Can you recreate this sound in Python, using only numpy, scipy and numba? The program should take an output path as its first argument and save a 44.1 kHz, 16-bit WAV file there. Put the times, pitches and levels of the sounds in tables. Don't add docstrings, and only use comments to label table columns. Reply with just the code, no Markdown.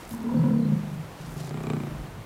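import sys
import numpy as np
from scipy import signal
from scipy.fft import rfft, irfft
from scipy.io import wavfile
from scipy.ndimage import uniform_filter1d
from numba import njit

SR = 44100
rng = np.random.default_rng(int(sys.argv[2]) if len(sys.argv) > 2 else 0)


def rack_gain(trim_db):
    fader = np.asarray(trim_db, float)
    return 10 ** (fader / 20)


def master_out(mix):
    frames = np.transpose(np.atleast_2d(mix))
    ceiling = np.clip(frames, -1, 1)
    pcm = np.round(ceiling * 32767).astype(np.int16)
    wavfile.write(sys.argv[1], SR, pcm)


N = 99225
T = np.arange(N) / SR


def level(x, db):
    return x * rack_gain(db) / np.sqrt(np.mean(x ** 2))


def ring(x, hz, width):
    return signal.lfilter(*signal.iirpeak(hz, hz / width, SR), x)


def bell(mid, half):
    return np.exp(-((T - mid) / half) ** 2)


def walk(rate):
    hold = int(SR / rate)
    steps = np.repeat(rng.standard_normal(N // hold + 1), hold)
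    return 1.11 * uniform_filter1d(steps, hold)[:N]


@njit
def svf(x, g, q):
    y, b, l = np.empty(len(x)), 0., 0.
    for i in range(len(x)):
        v = (b + g[i] * (x[i] - l)) / (1 + g[i] * (g[i] + 1 / q))
        b, l, y[i] = 2 * v - b, l + 2 * g[i] * v, v / q
    return y


def steep(x, hz, q):
    g = np.tan(np.pi * hz / SR)
    return svf(svf(x + 1e-18, g, 1. * q), g, .7 * q)


def cavity(x, peaks, tuning, qs):
    return sum(rack_gain(db) / np.sqrt(hz) * steep(x, hz * tuning, q) for (hz, db), q in zip(peaks, qs))


def fold_pulses(rate):
    jitter_s, shimmer_db = .0008, 1.5
    rate = np.array(rate)
    phase = np.cumsum(np.interp(T, *rate.T)) / SR
    phase = phase - np.interp(rate[0, 0], T, phase)
    chance = rng.standard_normal((200, 2))
    when = np.interp(np.arange(-70, 130), phase, T) + jitter_s * chance[:, 0]
    inside = (when > .01) & (when < T[-1] - .01)
    pulses = np.zeros(N)
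    pulses[(when[inside] * SR).astype(int)] = rack_gain(shimmer_db * chance[inside, 1])
    return pulses


def breath_puffs(pulses):
    puff_s = .0035
    t = T[:SR // 20]
    gate = signal.fftconvolve(pulses, t * np.exp(-2 * t / puff_s))[:N]
    return level(gate * rng.standard_normal(N), 0)


def grunt(rate, voice, shape, chest, throat, mouth, mouth_q, palate, breath):
    voice, shape = np.array(voice), np.array(shape)
    pulses = fold_pulses(rate)
    puff = breath_puffs(pulses)
    pulses = level(pulses, 0)
    source = pulses + breath * puff
    still = np.ones(N)
    throat_tuning, mouth_tuning = (np.interp(T, shape[:, 0], shape[:, k]) for k in (1, 2))

    def chest_body(x):
        return steep(x, chest[0] * still, chest[0] / chest[1])

    def throat_body(x):
        return steep(x, throat[0] * throat_tuning, throat[0] / throat[1])

    def mouth_body(x):
        return cavity(x, mouth, mouth_tuning, mouth_q)

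    def palate_body(x):
        return cavity(x, palate, still, [11] * len(palate))

    def part(drive, body, over_chest_db):
        db = voice[:, 1] + over_chest_db
        effort = rack_gain(np.interp(T, voice[:, 0], db, left=-120, right=-120))
        return body(drive * effort) / np.std(body(drive))

    return (part(source, chest_body, 0)
            + part(source, throat_body, voice[:, 2])
            + part(source, mouth_body, voice[:, 3])
            + part(pulses + puff / 2, palate_body, voice[:, 4]))


def first_grunt():
    # (time [s], rate [pulses per s])
    pulse_rate = [(0.238, 39.08), (0.33, 37.91), (0.45, 45.91), (0.52, 38.86), (0.62, 30.86), (0.75, 27.33),
                  (0.9, 24.23), (1.1, 26.65)]
    # (time [s], chest level [dB], throat, mouth, palate rattle [dB over chest])
    voice_levels = [(.1, -47, 3.5, -13, -18), (.125, -46, 13.5, -5, 6), (.155, -59, 11, -3, -5),
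                    (.18, -53.5, 11.5, -3, -9), (.24, -47.5, 16.5, 3.5, -11), (.29, -45.5, 13.5, -5, 2.5),
                    (.33, -33, 6.5, -6.5, -12), (0.359, -30.5, 3.5, -16, -24), (.39, -18, -14, -24.5, -32),
                    (.45, -25.5, 3, -14, -14), (.53, -28, 5.5, -13.5, -20), (.6, -33, 7.5, -8.5, -26),
                    (.66, -26, 2.5, -19.5, -40), (.72, -23.5, -1.5, -27, -31), (.78, -29, -0.5, -36, -35),
                    (.83, -39.5, 6.5, -17, -47), (.92, -34, -8, -26, -42), (1.01, -31.5, -23, -33, -40),
                    (1.08, -47.5, -13, -35, -40), (1.14, -63, -17, -28, -44)]
    # (time [s], throat tuning [frequency ratio], mouth tuning [frequency ratio])
    tract_shape = [(.2, 0.99, 0.77), (0.289, 1.03, 0.91), (.36, 1.02, 1.04), (.45, 0.99, 1.005),
                   (.62, 0.962, 0.909), (0.749, 0.9, 1.08), (.92, 0.84, 0.63)]
    # (centre [Hz], weight before the tilt to the lows [dB])
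    mouth_peaks = [(370, -10), (503, 17), (700, -17)]
    # (centre [Hz], weight before the tilt to the lows [dB])
    palate_peaks = [(960, 4.5), (1400, -8), (2800, -21)]
    return grunt(pulse_rate, voice_levels, tract_shape, chest=(154, 24), throat=(228, 28),
                 mouth=mouth_peaks, mouth_q=(6, 11, 3), palate=palate_peaks, breath=.2)


def second_grunt():
    # (time [s], rate [pulses per s])
    pulse_rate = [(1.201, 29.15), (1.32, 21.85), (1.45, 27.95), (1.56, 31.8), (1.68, 31.43), (1.78, 29.29),
                  (1.87, 28.4), (1.95, 22.28), (2.05, 23.97)]
    # (time [s], chest level [dB], throat, mouth, palate rattle [dB over chest])
    voice_levels = [(1.17, -40, -14, -4, -40), (1.21, -40, -19, -11, -35), (1.28, -40, -10.5, -25, -42),
                    (1.33, -38.5, -15, -9, -35), (1.38, -32.5, -15, -16, -30), (1.47, -35.5, -9, -8, -19),
                    (1.55, -33, -4.5, -7, -21.5), (1.63, -35.5, -2.5, -6, -16.5),
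                    (1.7, -32.5, -1.5, -4.5, -12), (1.75, -29, -1, -10.5, -22.5),
                    (1.81, -34.5, 2, -8, -16.5), (1.88, -34.5, -8, -7.5, -26), (1.96, -35, -4, -11, -44),
                    (2.06, -43.5, -9, -13, -36), (2.15, -51, -16, -25, -43), (2.25, -50, -12, -17, -40)]
    # (time [s], throat tuning [frequency ratio], mouth tuning [frequency ratio])
    tract_shape = [(1.35, 0.98, 1.02), (1.6, 0.86, 1), (1.72, 0.91, 1.057), (1.95, 0.82, 0.75)]
    # (centre [Hz], weight before the tilt to the lows [dB])
    mouth_peaks = [(390, 12.5), (640, 2), (900, -19)]
    # (centre [Hz], weight before the tilt to the lows [dB])
    palate_peaks = [(1140, 3), (2370, 0), (2750, -10), (3750, -8), (7600, -8)]
    return grunt(pulse_rate, voice_levels, tract_shape, chest=(148, 32), throat=(240, 70),
                 mouth=mouth_peaks, mouth_q=(7, 1.5, 1.5), palate=palate_peaks, breath=.1)


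def walls(x):
    walls_db, t60_s, gap_s = -16, .25, .008
    t = T[:SR // 2]
    tail = ring(rng.standard_normal(len(t)), 580, 1360) * rack_gain(-60 * t / t60_s) * (t > gap_s)
    tail = tail / np.sqrt(np.sum(tail ** 2))
    return rack_gain(walls_db) * signal.fftconvolve(x, tail)[:N]


def rustles():
    # (middle [s], half length [s], rms level before swell and flicker [dB], centre [Hz])
    swells = [(.01, 0.048, -56, 6000), (0.128, 0.043, -51, 10100), (0.935, 0.029, -60, 8040),
              (1.24, 0.087, -56, 4240), (1.315, 0.039, -54, 8940), (1.375, 0.016, -51, 6950),
              (1.403, 0.018, -45, 4270), (1.455, 0.039, -51, 4870)]
    grains_per_s, grain_spread_db = 2500, 2.2
    out = np.zeros(N)
    for mid, half, db, hz in swells:
        chance = rng.random((3, N))
        falls = chance[0] < grains_per_s / SR
        sign = np.sign(chance[1] - .5)
        strength = rack_gain(-grain_spread_db * np.log(chance[2] + 1e-9))
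        grains = ring(falls * sign * strength, hz, 0.93 * hz)
        out += level(grains, db) * bell(mid, half) * rack_gain(1.6 * walk(90))
    return out


def cracks():
    # (time [s], peak level [dB], centre [Hz])
    snaps = [(0.0516, -37, 4700), (0.0775, -36, 10200), (0.0926, -33, 9900), (0.1083, -32, 11600),
             (0.1116, -34, 4610), (0.1316, -33, 9800), (0.1482, -31, 9630), (0.18, -42, 5740),
             (0.2044, -38, 4960), (0.2194, -44.5, 5210), (0.2304, -42, 10300), (1.4341, -37, 5300),
             (1.4458, -38, 4770), (1.4708, -42, 7380), (1.4935, -32, 4460), (1.634, -38, 7820)]
    t = T[:400]
    out = np.zeros(N)
    for s, db, hz in snaps:
        burst = ring(rng.standard_normal(len(t)) * np.exp(-t / .0008), hz, .6 * hz)
        start = int(s * SR)
        out[start:start + len(t)] += rack_gain(db) * burst / np.abs(burst).max()
    return out


def bird():
    # (middle [s], frequency at the middle [Hz], peak level [dB])
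    notes = [(0.374, 4460, -51.5), (.398, 4400, -54), (.525, 4520, -57), (.55, 4470, -62),
             (0.571, 4070, -62.5), (0.584, 4440, -55), (.6, 4150, -53.5), (.611, 4600, -62),
             (0.628, 4050, -53), (.653, 4110, -50), (.68, 4030, -56)]
    half_s, rise = .006, 5
    out = np.zeros(N)
    for s, hz, db in notes:
        t = T - s
        out += rack_gain(db) * bell(s, half_s) * np.sin(2 * np.pi * hz * t * (1 + rise * t / 2))
    return out


def wind():
    # (middle [s], half length [s], rms level before the swell [dB], centre [Hz])
    bumps = [(0.337, 0.022, -40, 111), (1.342, 0.074, -46, 49.6), (1.6, .05, -47, 50),
             (2.006, 0.1, -38.5, 48.86), (2.189, 0.036, -40, 100)]
    out = np.zeros(N)
    for mid, half, db, hz in bumps:
        rumble = ring(ring(rng.standard_normal(N), hz, hz / 2), hz, hz)
        out += level(rumble, db) * bell(mid, half)
    return out


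def air():
    # (frequency [Hz], relative density [dB per Hz])
    floor_shape = [(20, -14.5), (45, -3), (65, -7.5), (90, -1.5), (120, -1.5), (300, -8.5), (900, -11),
                   (2200, -20), (5000, -29.5), (15000, -36)]
    air_db, flicker_db = -42.5, .6
    hz, db = np.array(floor_shape).T
    f = np.arange(N // 2 + 1) * SR / N + 1
    gain = rack_gain(np.interp(np.log(f), np.log(hz), db))
    hiss = irfft(rfft(rng.standard_normal(N)) * gain, N)
    return level(hiss, air_db) * rack_gain(flicker_db * walk(12.13))


def scene():
    voice = first_grunt() + second_grunt()
    return (voice + walls(voice) + rustles() + cracks() + bird() + wind() + air())[None]


def roll_off(x):
    return signal.sosfilt(signal.butter(12, 15640, fs=SR, output="sos"), x)


def record(dry):
    return roll_off(dry)


dry = scene()
out = record(dry)
master_out(out)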